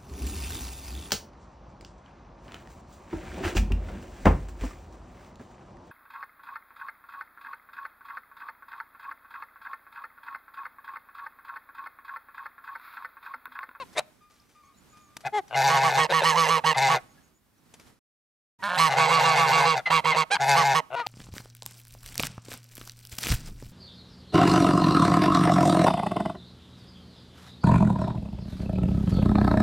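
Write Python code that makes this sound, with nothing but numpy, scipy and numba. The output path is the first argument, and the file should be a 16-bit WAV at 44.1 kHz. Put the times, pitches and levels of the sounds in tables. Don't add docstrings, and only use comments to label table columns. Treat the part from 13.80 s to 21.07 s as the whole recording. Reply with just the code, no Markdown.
import sys
import numpy as np
from scipy import signal
from scipy.fft import rfft, irfft, next_fast_len
from scipy.io import wavfile
from scipy.ndimage import uniform_filter1d
from numba import njit

SR = 44100
rng = np.random.default_rng(int(sys.argv[2]) if len(sys.argv) > 2 else 0)


def amplitude_ratio(level_db):
    exponent = np.asarray(level_db, float) / 20
    return 10 ** exponent


def to_wav(sig):
    pcm = np.clip(np.atleast_2d(sig), -1, 1) * 32767
    pcm = np.round(pcm).astype(np.int16)
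    wavfile.write(sys.argv[1], SR, pcm.T)


N = 320607

# frequency in Hz, level in dB.
TRUMPET_COLOUR = [(350, -20.5), (950, -4), (1500, -14), (2000, -20.5), (2800, -19), (3400, -28.5),
                  (4100, -22.5), (5000, -37), (12000, -58.5)]


def filtered(x, order, hz, kind="low", rate=SR):
    return signal.sosfilt(signal.butter(order, hz, kind, fs=rate, output="sos"), x)


def tone(x, points):
    size = next_fast_len(N)
    hz, db = np.transpose(points)
    bins_hz = np.arange(size // 2 + 1) * SR / size
    gain_db = np.interp(np.log(bins_hz + 1), np.log(hz), db)
    return irfft(rfft(x, size) * amplitude_ratio(gain_db), size)[..., :N]


def in_time(rows):
    s, *columns = np.transpose(rows)
    return [np.interp(np.arange(N) / SR, np.maximum.accumulate(s), c) for c in columns]


def flutter(hz):
    slow = filtered(rng.standard_normal(N), 2, hz)
    return slow / slow.std()


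def pan(x, db):
    return np.array([x * amplitude_ratio(db / 2), x * amplitude_ratio(-db / 2)])


@njit
def throat(source, modes, opening, reach_hz, strength, stiff):
    out = np.zeros(len(source))
    for k in range(len(modes)):
        hz, width_hz, gain = modes[k]
        r, y1, y2, c = np.exp(-np.pi * width_hz / SR), 0., 0., 0.
        shift = min(1., reach_hz / hz) ** stiff * (hz > 600)
        for i in range(2, len(source)):
            if i % 32 == 2:
                c = 2 * r * np.cos(2 * np.pi * hz * opening[i] ** shift / SR)
            y1, y2 = (1 - r * r) / 2 * (source[i] - source[i - 2]) + c * y1 - r * r * y2, y1
            out[i] += (-1) ** k * gain * strength[k, i // 32] * y1
    return out


def voice(level_db, pitch, opening, rough, modes, hum_db, hiss, cut_hz, airy=0.28, steep=0.14, stiff=0.96):
    cycles = np.cumsum(pitch) / SR
    uneven = cycles + .05 * rough * flutter(150)
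    slaps = np.diff(np.floor(np.maximum.accumulate(uneven)), prepend=0)
    slaps = slaps * amplitude_ratio(4 * rough * flutter(200))
    slaps = signal.lfilter([.55], [1, -.45], slaps)

    breath = rng.standard_normal(N) * np.exp(-3.0 * (uneven % 1))
    jet = filtered(breath, 2, 3600, "high")
    jet *= amplitude_ratio(0.76 * np.clip(level_db + 22.5, -25, 5) + 1.5 * flutter(20))
    jet *= amplitude_ratio(1.2 * flutter(900))
    source = slaps + airy * rough * breath + hiss * jet

    rows = np.array([(hz, width, amplitude_ratio(db)) for hz, width, db in modes])
    on = level_db > -79
    turning = filtered(rng.standard_normal((len(rows), N // 32 + 1)), 2, 12, rate=SR / 32)
    strength = amplitude_ratio(1.8 * turning / turning.std())
    sound = throat(source[on], rows, opening[on], 1200.0, strength, stiff)
    sound = filtered(sound, 6, cut_hz, "high")

    dull = filtered(sound, 2, 3200)
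    sound = dull + (sound - dull) * amplitude_ratio(0.6 * np.clip(level_db[on] + 23, -22, 0))
    sound /= np.sqrt(abs(uniform_filter1d(sound ** 2, size=900)) + 1e-9)
    sound += steep * filtered(sound ** 2, 4, 1500, "high")

    body = amplitude_ratio(hum_db) * np.sin(2 * np.pi * cycles)
    body[on] += sound
    return amplitude_ratio(level_db) * body


def cackle():
    # start in seconds, length in seconds, level in dB, top pitch in Hz, chest ring in dB.
    syllables = [(1.875, 0.13, -26.5, 159.9, -3), (2.026, 0.08, -25.5, 162.5, -2),
                 (2.168, 0.096, -23.5, 157.6, -3.5), (2.317, 0.097, -23.5, 160.4, -3),
                 (2.434, 0.1, -22.5, 162, -2.5), (2.546, .12, -22.5, 164.9, -1),
                 (2.676, .12, -23.5, 164.2, -0.5), (2.842, 0.09, -22.5, 158.2, -3),
                 (3.082, 0.083, -25, 161.4, -4), (4.975, 0.12, -20.5, 162.1, -13),
                 (5.167, .12, -23.5, 159.8, 0), (5.285, .14, -22.5, 163.8, -0.7),
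                 (5.419, .15, -24, 162.8, -1.5), (5.558, 0.13, -24, 164, -0.2),
                 (5.699, .144, -23.5, 161.5, -1.8), (5.835, .12, -23.5, 162.4, -0.5),
                 (6.103, 0.1, -22, 162.6, -0.8), (6.245, 0.09, -24, 158.3, -1.1),
                 (6.358, 0.08, -24, 159.8, -2), (6.752, .09, -23.5, 165, -3.5),
                 (6.941, .063, -23.5, 159.3, -3.5)]
    # share of length, level in dB, bill opening as resonance factor.
    course = [(-.1, -30, .66), (0.018, -3.5, 0.758), (.11, -1, 0.87), (.25, 2, 0.994), (0.419, 2, 1.0095),
              (0.65, 1.5, 1.015), (.88, -2.5, .88), (1.02, -9.5, .8), (1.14, -67, 0.3)]
    # share of length, level in dB.
    chest_course = [(0, 3.5), (.35, 1), (.6, -3), (.9, 4.5)]
    # frequency in Hz, width in Hz, level in dB.
    bent_throat = [(480, 96, -3.5), (1110, 74, 8), (1897, 15, 3.5), (2201, 81, -4.5), (2970, 33, -2.5),
                   (3310, 25, -9.5), (4286, 150, -9), (5150, 360, -16.5), (6400, 150, -14.5),
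                   (7970, 440, -22), (8760, 63, -29), (10300, 1700, -35.5), (12100, 770, -39.5),
                   (13930, 660, -39)]
    # frequency in Hz, width in Hz, level in dB.
    stretched_throat = [(473.5, 68, -2.5), (1100, 85, 9), (1593.5, 31, -5), (2202, 75, 1.5),
                        (2810, 26, 1.5), (3270, 48, -8.5), (4123, 61, -5.5), (4450, 28, -5),
                        (4770, 95, -11.5), (6250, 76, -14), (7890, 85, -14.5), (9780, 320, -54),
                        (12000, 420, -52), (14200, 640, -56)]
    # frequency in Hz, level difference in dB.
    side_colour = [(60, 0.5), (130, -2), (290, -4.5), (640, -8), (1410, -7.5), (3100, -9.5), (6820, 3.5),
                   (11500, -11)]
    slack_hz = 157.1
    neck_up_s, neck_down_s = 5.15, 6.6

    rows = []
    full_course = [(-.12, -94.5, 0.82), *course, (1.16, -97, .7)]
    for k, (s, length, db, top, ring_db) in enumerate(syllables):
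        before = sum(syllables[k - 1][:2]) if k else 0
        after = syllables[k + 1][0] if k + 1 < len(syllables) else N / SR
        bill = (top / 161.5) ** 0.77
        for u, step_db, opening in full_course:
            at = s + u * length
            if before + .01 < at < after - .01 or 0 < u < 1:
                pitch = np.interp(u, [0, .2, .4, .85], [.94 * top, 1.01 * top, top, slack_hz])
                rough = np.interp(u, [.08, .24, .78, 1.05], [.7, .1, .12, .55])
                chest_now_db = ring_db + np.interp(u, *np.transpose(chest_course))
                rows.append((at, db + step_db, pitch, opening * bill, rough, chest_now_db))
    level_db, *controls, chest_db = in_time(sorted(rows))

    middle_s, half_s = (neck_up_s + neck_down_s) / 2, (neck_down_s - neck_up_s) / 2
    stretched = np.abs(np.arange(N) / SR - middle_s) < half_s
    sound = np.zeros(N)
    for held, modes, stiff in [(~stretched, bent_throat, 1.05), (stretched, stretched_throat, 2.2)]:
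        sound += voice(np.where(held, level_db, -120), *controls, modes, hum_db=-12.0, hiss=0.093,
                       cut_hz=435, airy=.3, steep=0.21, stiff=stiff)
    chest_band = signal.butter(2, (378, 560), "band", fs=SR, output="sos")
    sound += (amplitude_ratio(chest_db) - 1) * signal.sosfiltfilt(chest_band, sound)
    sound = signal.lfilter(*signal.iirnotch(641, 16, fs=SR), sound)
    return np.array([tone(sound, [(hz, side * db / 2) for hz, db in side_colour]) for side in (1, -1)])


def drone():
    # start in seconds, length in seconds, level in dB, pitch in Hz.
    pushes_of_air = [(0.172, 0.03, -40.5, 150), (1.457, 0.019, -26.5, 135.2), (1.76, 0.075, -21.5, 134.7),
                     (1.835, 0.064, -20, 136.7), (1.93, 0.066, -22, 135.8), (1.992, 0.1, -23, 134.1),
                     (2.14, 0.068, -23, 134.4), (2.967, 0.033, -20.5, 131.8), (3.008, 0.08, -21, 135.6),
                     (3.085, 0.089, -25, 133.6), (5.095, 0.058, -25.5, 134.9), (5.17, 0.069, -23, 135),
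                     (5.29, 0.051, -27, 138), (5.4, 0.11, -23.5, 135.3), (5.545, 0.1, -23, 138),
                     (5.67, 0.067, -23.5, 133.8), (5.765, .11, -24, 140.2), (5.955, 0.038, -26, 133.7),
                     (6.605, 0.056, -23, 136.3), (6.678, 0.079, -19, 139.3), (6.78, 0.015, -20.5, 140.2),
                     (6.84, 0.0995, -21.5, 137.4)]
    # frequency in Hz, width in Hz, level in dB.
    drone_throat = [(411.3, 510, -10.5), (686, 70, 0), (821, 70, 7), (957, 83, 0), (1521, 80, -3.5),
                    (1820, 50, -4.5), (2114, 42, -1), (2586, 33, -5), (3584, 170, -15), (4790, 61, -18),
                    (5430, 62, -25.5), (6560, 3900, -29), (11200, 2600, -35)]
    rise_s, edge_db, sag = .015, -3.5, 0.022
    gap_s, onset_s, release_s = .06, .025, 0.032

    rows = []
    for k, (s, length, db, pitch) in enumerate(pushes_of_air):
        high, low, end = pitch * (1 + sag), pitch * (1 - sag), s + length
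        if k == 0 or s - sum(pushes_of_air[k - 1][:2]) > gap_s:
            rows += [(s - 1.2 * onset_s, -99, low), (s - onset_s, db - 34.5, low)]
        rows += [(s, db + edge_db, pitch), (s + rise_s, db, high)]
        rows += [(end - rise_s, db, low), (end, db + edge_db, low)]
        if k + 1 == len(pushes_of_air) or pushes_of_air[k + 1][0] - s - length > gap_s:
            rows += [(end + release_s / 2, db - 17.0, low), (end + release_s, db - 37, low),
                     (end + 1.4 * release_s, -99, low)]
    level_db, pitch = in_time(rows)
    rough = np.interp(level_db, [-32, -21], [.6, .16]) * amplitude_ratio(3 * flutter(8))
    opening = 1 + .006 * np.clip(level_db + 20.5, -15, 5) + .012 * flutter(18.0)
    sound = voice(level_db, pitch, opening, rough, drone_throat, hum_db=-13.0, hiss=0.18, cut_hz=408, airy=0.24)
    return pan(sound, db=2.0)


def rasp():
    # start in seconds, length in seconds, level in dB, pitch in Hz, resonance factor.
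    halves = [
        (4.826, .05, -28, 203, 1),
        (4.88, .09, -28, 182, 1),
    ]
    # frequency in Hz, width in Hz, level in dB.
    rasp_throat = [(612, 95, -5.5), (1010, 112, 2.5), (1500, 114, 1.5), (1750, 47, 2), (2230, 72, -7.5),
                   (3270, 420, -17), (4200, 380, -19), (7340, 4700, -38.5)]
    (s, first, db, high, _), (broken, second, _, low, _) = halves
    end = broken + second
    level_db, pitch, rough = in_time([
        (s - .01, -99, high, .1), (s, db - 7.5, 0.9 * high, .1),
        (s + 0.011, db, .98 * high, .06), (s + first, db, 1.02 * high, .08),
        (broken, db - 1, .97 * low, .2), (end, db, low, .14), (end + .015, -99, low, .22)])
    sound = voice(level_db, pitch, np.ones(N), rough, rasp_throat, hum_db=-16.5, hiss=0.52, cut_hz=490, airy=0.64)
    return pan(sound, db=-3.5)


def short_pushes(calls, modes, course, rough, hum_db, side_db, widen=0):
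    rest_hz, settle = 161.1, 0.41
    rows = []
    for s, length, db, start, opening in calls:
        for u, step_db in course:
            pitch = start + u * settle * (rest_hz - start)
            bill = opening * (1 + widen * (np.clip(u, 0, 1) - .5))
            rows.append((s + u * length, db + step_db, pitch, bill))
    level_db, pitch, opening = in_time(rows)
    return pan(voice(level_db, pitch, opening, rough, modes, hum_db=hum_db, hiss=.15, cut_hz=360), side_db)


def grunts():
    # start in seconds, length in seconds, level in dB, start pitch in Hz, resonance factor.
    calls = [(2.292, .04, -27, 190, .75), (2.408, .036, -27, 190, .78), (2.942, .025, -35, 145, 1.6),
             (5.1, .07, -29, 145, 1.01), (5.385, .04, -28, 170, .9), (4.976, .016, -22, 200, 1.05),
             (6.062, .036, -34, 165, 1.1), (6.098, .016, -25, 165, 1.1), (6.335, .03, -28, 170, .9),
             (6.503, .02, -35, 170, .8), (6.544, .031, -26, 180, 1.32), (7.19, .018, -35, 145, 1.05),
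             (7.264, .012, -25, 200, 1.2)]
    # frequency in Hz, width in Hz, level in dB.
    grunt_throat = [(690, 100, 4.5), (1180, 160, -2), (1840, 170, -2.5), (2843, 260, -6), (4074, 390, -9.5),
                    (7700, 1600, -45.5)]
    # share of length, level in dB.
    course = [(-.15, -70.5), (-.1, -28.5), (0.079, -4.5), (0.399, 2), (.85, -1.5), (1.15, -41),
              (1.199, -96.5)]
    return short_pushes(calls, grunt_throat, course, rough=0.66, hum_db=-20.0, side_db=2.5)


def creaks():
    # start in seconds, length in seconds, level in dB, start pitch in Hz, resonance factor.
    calls = [
        (1.703, 0.058, -29.5, 105.6, 1.05),
        (7.104, 0.051, -30, 122.2, 1),
    ]
    # frequency in Hz, width in Hz, level in dB.
    creak_throat = [(670, 110, 7.5), (1480, 90, 3), (1950, 120, -10), (2780, 74, 2), (3660, 250, -18.5)]
    # share of length, level in dB.
    course = [(-.04, -72), (0, -16.5), (.45, -6.5), (0.951, 2.5), (1.1, -22.5), (1.2, -94)]
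    return short_pushes(calls, creak_throat, course, rough=0.22, hum_db=-18.0, side_db=5.0)


def bark():
    # start in seconds, length in seconds, level in dB, start pitch in Hz, resonance factor.
    calls = [
        (.16, 0.045, -25.5, 340.6, 0.9),
    ]
    # frequency in Hz, width in Hz, level in dB.
    bark_throat = [(640, 190, 2), (1460, 620, -9), (1950, 160, -4), (2500, 170, 0.5), (3840, 140, -1.5),
                   (5600, 3000, -17), (8400, 3500, -19), (11500, 1500, -26)]
    # share of length, level in dB.
    course = [(-.25, -74), (-.15, -26.5), (.15, -10), (.42, 1.5), (.75, 1.5), (1.05, -17.5), (1.3, -33),
              (1.348, -92)]
    return short_pushes(calls, bark_throat, course, rough=0.7, hum_db=-31.0, side_db=1.9, widen=0.5)


def note(s, length):
    at = np.arange(max(round(s * SR), 0), min(round((s + length) * SR), N))
    return at, (at / SR - s) / length


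def clear_notes(notes, colour, tilt_db, arch, hoarse, side_db, full, cut_hz, grow=.93, rise=.23, smear=1):
    out, wobble = np.zeros(N), flutter(255)
    colour_hz, colour_db = np.transpose(colour)
    for s, length, db, top, end in notes:
        at, u = note(s, length)
        uneven_db = rng.normal(0, 1.1, (40, 1))
        climb = (1 - arch) * top * (1 - u / rise) ** 2
        fall = (top - end) * ((u - .4) / 0.42) ** 2
        pitch = (top - np.where(u < max(.4, rise), climb, fall)) * (1 + .03 * hoarse * wobble[at])
        orders = np.arange(1, 13000 // top)[:, None]
        swell = np.interp(u, [0, *full, 1], [.03, 0.8, 0.9 * grow, 0.024])
        tilt_now_db = tilt_db - 5 * (1 - swell)
        gain_db = np.interp(orders * pitch, colour_hz, colour_db) + tilt_now_db * np.log2(orders)
        gain_db = gain_db + uneven_db[:len(orders)] * np.minimum(orders - 1, 2)
        phase = 2 * np.pi * orders * np.cumsum(pitch) / SR + smear * orders ** 2 + np.pi / 2
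        wave = np.sum(amplitude_ratio(gain_db) * np.sin(phase), axis=0)
        out[at] += wave / wave.std() * swell * amplitude_ratio(db)
    out = out * (1 + hoarse * flutter(1200)) * amplitude_ratio(0.67 * hoarse * flutter(22.97)) + 1e-9 * wobble
    return pan(filtered(out, 6, cut_hz, "high"), side_db)


def trumpets():
    # start in seconds, length in seconds, level in dB, top pitch in Hz, end pitch in Hz.
    calls = [
        (-.035, .08, -36, 550, 490),
        (7.148, .09, -30, 488, 462),
    ]
    return clear_notes(calls, TRUMPET_COLOUR, tilt_db=0.7, arch=0.84, hoarse=0.17, side_db=4.5,
                       full=(.2, .75), cut_hz=270)


def honk():
    # start in seconds, length in seconds, level in dB, top pitch in Hz, end pitch in Hz.
    calls = [
        (1.522, 0.086, -25, 425, 388.6),
    ]
    # frequency in Hz, level in dB.
    colour = [(400, -9), (850, -1), (1280, -18), (1700, -20), (2100, -13), (2600, -32), (3400, -22),
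              (4300, -33.5), (12000, -46)]
    return clear_notes(calls, colour, tilt_db=0.0, arch=0.93, hoarse=0.11, side_db=2.5,
                       full=(.25, .78), cut_hz=256, grow=1.12)


def yelp():
    # start in seconds, length in seconds, level in dB, top pitch in Hz, end pitch in Hz.
    calls = [
        (6.504, 0.0513, -21.5, 823, 806.6),
    ]
    # frequency in Hz, level in dB.
    colour = [(780, -2), (1600, -3.5), (2400, -3), (3200, -6.5), (4000, -3), (5000, -10.5), (8000, -16),
              (13000, -38)]
    return clear_notes(calls, colour, tilt_db=-.7, arch=.83, hoarse=.38, side_db=-7,
                       full=(.25, .85), cut_hz=400, rise=.6, smear=.06)


def squeaks():
    # start in seconds, length in seconds, level in dB, top pitch in Hz, end pitch in Hz.
    calls = [
        (1.742, .022, -28, 2100, 2060),
        (2.944, .018, -31, 2050, 2000),
        (3.011, .072, -27, 2070, 1960),
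        (3.375, .03, -62, 1680, 1650),
        (4.79, .03, -46, 960, 940),
        (4.795, .03, -52, 1900, 1880),
        (6.056, .036, -22, 2050, 2000),
        (6.318, .025, -22, 2090, 2040),
        (7.226, .05, -41, 1235, 1210),
    ]
    return clear_notes(calls, TRUMPET_COLOUR, tilt_db=-15, arch=1.03, hoarse=.28, side_db=.8,
                       full=(.15, .5), cut_hz=600)


def far_geese():
    # start in seconds, length in seconds, level in dB, top pitch in Hz, end pitch in Hz.
    calls = [(.405, 0.13, -59, 1213, 1230), (.49, 0.1, -66, 1195, 1150), (.59, 0.1, -69, 1190, 1150),
             (.75, 0.11, -57.5, 1210, 1110), (.825, 0.11, -63, 1100, 1090), (.79, 0.18, -63.5, 1190, 1180),
             (.87, 0.067, -59, 1110, 1080), (.875, 0.13, -66.5, 1232, 1180), (1.12, 0.2, -57, 1217, 1154),
             (1.27, 0.19, -63.5, 1196, 1200)]
    # frequency in Hz, level in dB.
    colour = [(1150, 5.5), (2400, -9), (3600, -16), (4800, -18), (12000, -34)]
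    return clear_notes(calls, colour, tilt_db=2, arch=1.02, hoarse=.22, side_db=2, full=(.06, .3), cut_hz=800)


def trees(x, delay_s, t60_s, dull_hz):
    t = np.arange(SR // 2) / SR
    scatter = rng.standard_normal((2, len(t))) * amplitude_ratio(-60 * t / t60_s) * np.clip(t / delay_s, 0, 1) ** 2
    scatter = filtered(scatter, 1, [300, dull_hz], "band")
    return signal.fftconvolve(x, scatter / np.sqrt(np.sum(scatter[0] ** 2)), axes=1)[:, :N]


def steps():
    # start in seconds, peak level
    # in dB, time to die by 60 dB in seconds.
    footfalls = [(0.1294, -43, 0.25), (.132, -50, .04), (.5, -50, 1), (0.692, -53, 0.34),
                 (1.17, -45.5, 0.11), (1.3673, -16, 0.023), (1.4066, -39, 0.1), (1.68, -43, 0.16),
                 (3.8897, -61, 0.05), (3.939, -31, 0.062), (3.9975, -37, 0.13), (4.0676, -45.5, 0.13)]
    # frequency in Hz, level in dB per Hz.
    colour = [(88, -70), (150, -6), (1530, -10.5), (2270, -9.5), (2810, -11.5), (6020, -13.5), (11500, -21),
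              (16000, -29)]
    crackle = tone(rng.standard_normal(N) * amplitude_ratio(3.1 * flutter(540)), colour)
    gain = np.zeros(N)
    for s, db, t60 in footfalls:
        at, u = note(s, t60)
        gain[at] += amplitude_ratio(db - 14.5 - 60 * u)
    return pan(gain * crackle / crackle.std(), db=6.0)


def bird():
    # start in seconds, length in seconds, level in dB, start pitch in Hz, end pitch in Hz.
    whistles = [(0.533, 0.02, -73, 6600, 5000), (0.594, 0.016, -72, 4000, 6200),
                (0.608, 0.02, -71, 6200, 4400), (0.66, 0.12, -79, 5900, 6150), (.83, 0.08, -77, 6410, 6600),
                (.925, 0.07, -77, 3700, 4340), (0.963, .05, -69, 7000, 6900),
                (1.08, 0.074, -69, 7000, 6900), (1.183, 0.12, -70, 6930, 6500),
                (1.671, .02, -66, 6000, 5500), (1.688, .022, -66, 5550, 4000),
                (3.27, 0.087, -75, 6610, 6660), (3.42, 0.07, -75, 6570, 6750),
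                (3.53, 0.071, -76, 6770, 7120), (3.777, 0.024, -73, 5730, 5930)]
    out, trill = np.zeros(N), flutter(300)
    for s, length, db, start, end in whistles:
        at, u = note(s, length)
        pitch = start + u * (end - start) + 60 * trill[at]
        out[at] += amplitude_ratio(db + 3) * np.sin(np.pi * u) * np.sin(2 * np.pi * np.cumsum(pitch) / SR)
    return pan(out * amplitude_ratio(4.6 * flutter(120)), db=5.0)


def air():
    # time in seconds, level in dB.
    strength = [
        (0, -56),
        (.5, -70.5),
        (1.2, -63.5),
        (3.2, -58.5),
        (3.6, -72),
        (4.05, -60),
        (4.8, -54.5),
        (7.27, -65),
    ]
    # frequency in Hz, level in dB per Hz.
    colour = [(12, -51), (20, -24.5), (102, -14), (250, -13.5), (504, -23.5), (726, -25.5), (790, -24.5),
              (1420, -25.5), (2720, -32), (3210, -32.5), (5630, -34), (6480, -35.5), (16400, -38)]
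    mid, side = tone(rng.standard_normal((2, N)), colour)
    gusts_db = 1.2 * flutter(5)
    rumble = filtered(rng.standard_normal(N), 2, [35, 90], "band")
    rustle = np.array([mid + 0.29 * side, mid - 1.2 * side]) / mid.std()
    return amplitude_ratio(-79.5) * rumble / rumble.std() + amplitude_ratio(in_time(strength)[0] + gusts_db) * rustle


def scene():
    geese = cackle() + drone() + rasp() + grunts() + creaks() + bark()
    geese += trumpets() + honk() + yelp() + squeaks() + far_geese()
    echo = amplitude_ratio(-33) * trees(geese, delay_s=0.0036, t60_s=0.41, dull_hz=2520)
    return geese + echo + steps() + bird() + air()


def band_limit(x):
    return signal.sosfilt(signal.butter(12, 16520, fs=SR, output="sos"), x)


def record(dry):
    # time in seconds, gain in dB.
    fader = [
        (0, 5),
        (4.08, 5),
        (4.19, -8.5),
        (4.203, -95),
        (4.778, -88.5),
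        (4.79, -5),
        (4.82, 4.5),
        (7.3, 5.5),
    ]
    mid, side = (dry[0] + dry[1]) / 2, (dry[0] - dry[1]) / 2
    side = side + amplitude_ratio(-17) * filtered(mid, 2, [6500, 9800], "band")
    side = filtered(side, 6, 11000)
    dull = filtered(np.array([mid + side, mid - side]), 7, 14300)
    dull = signal.lfilter(*signal.iirnotch(12950, 11, fs=SR), dull)
    dull += amplitude_ratio(-74.5) * filtered(rng.standard_normal(N), 2, 11000, "high")
    rounded = 0.47 * np.tanh(dull * amplitude_ratio(in_time(fader)[0]) / 0.76)
    rounded = signal.sosfilt(signal.cheby2(12, 60, 16600, fs=SR, output="sos"), rounded)
    return band_limit(rounded)


dry = scene()
out = record(dry)
to_wav(out)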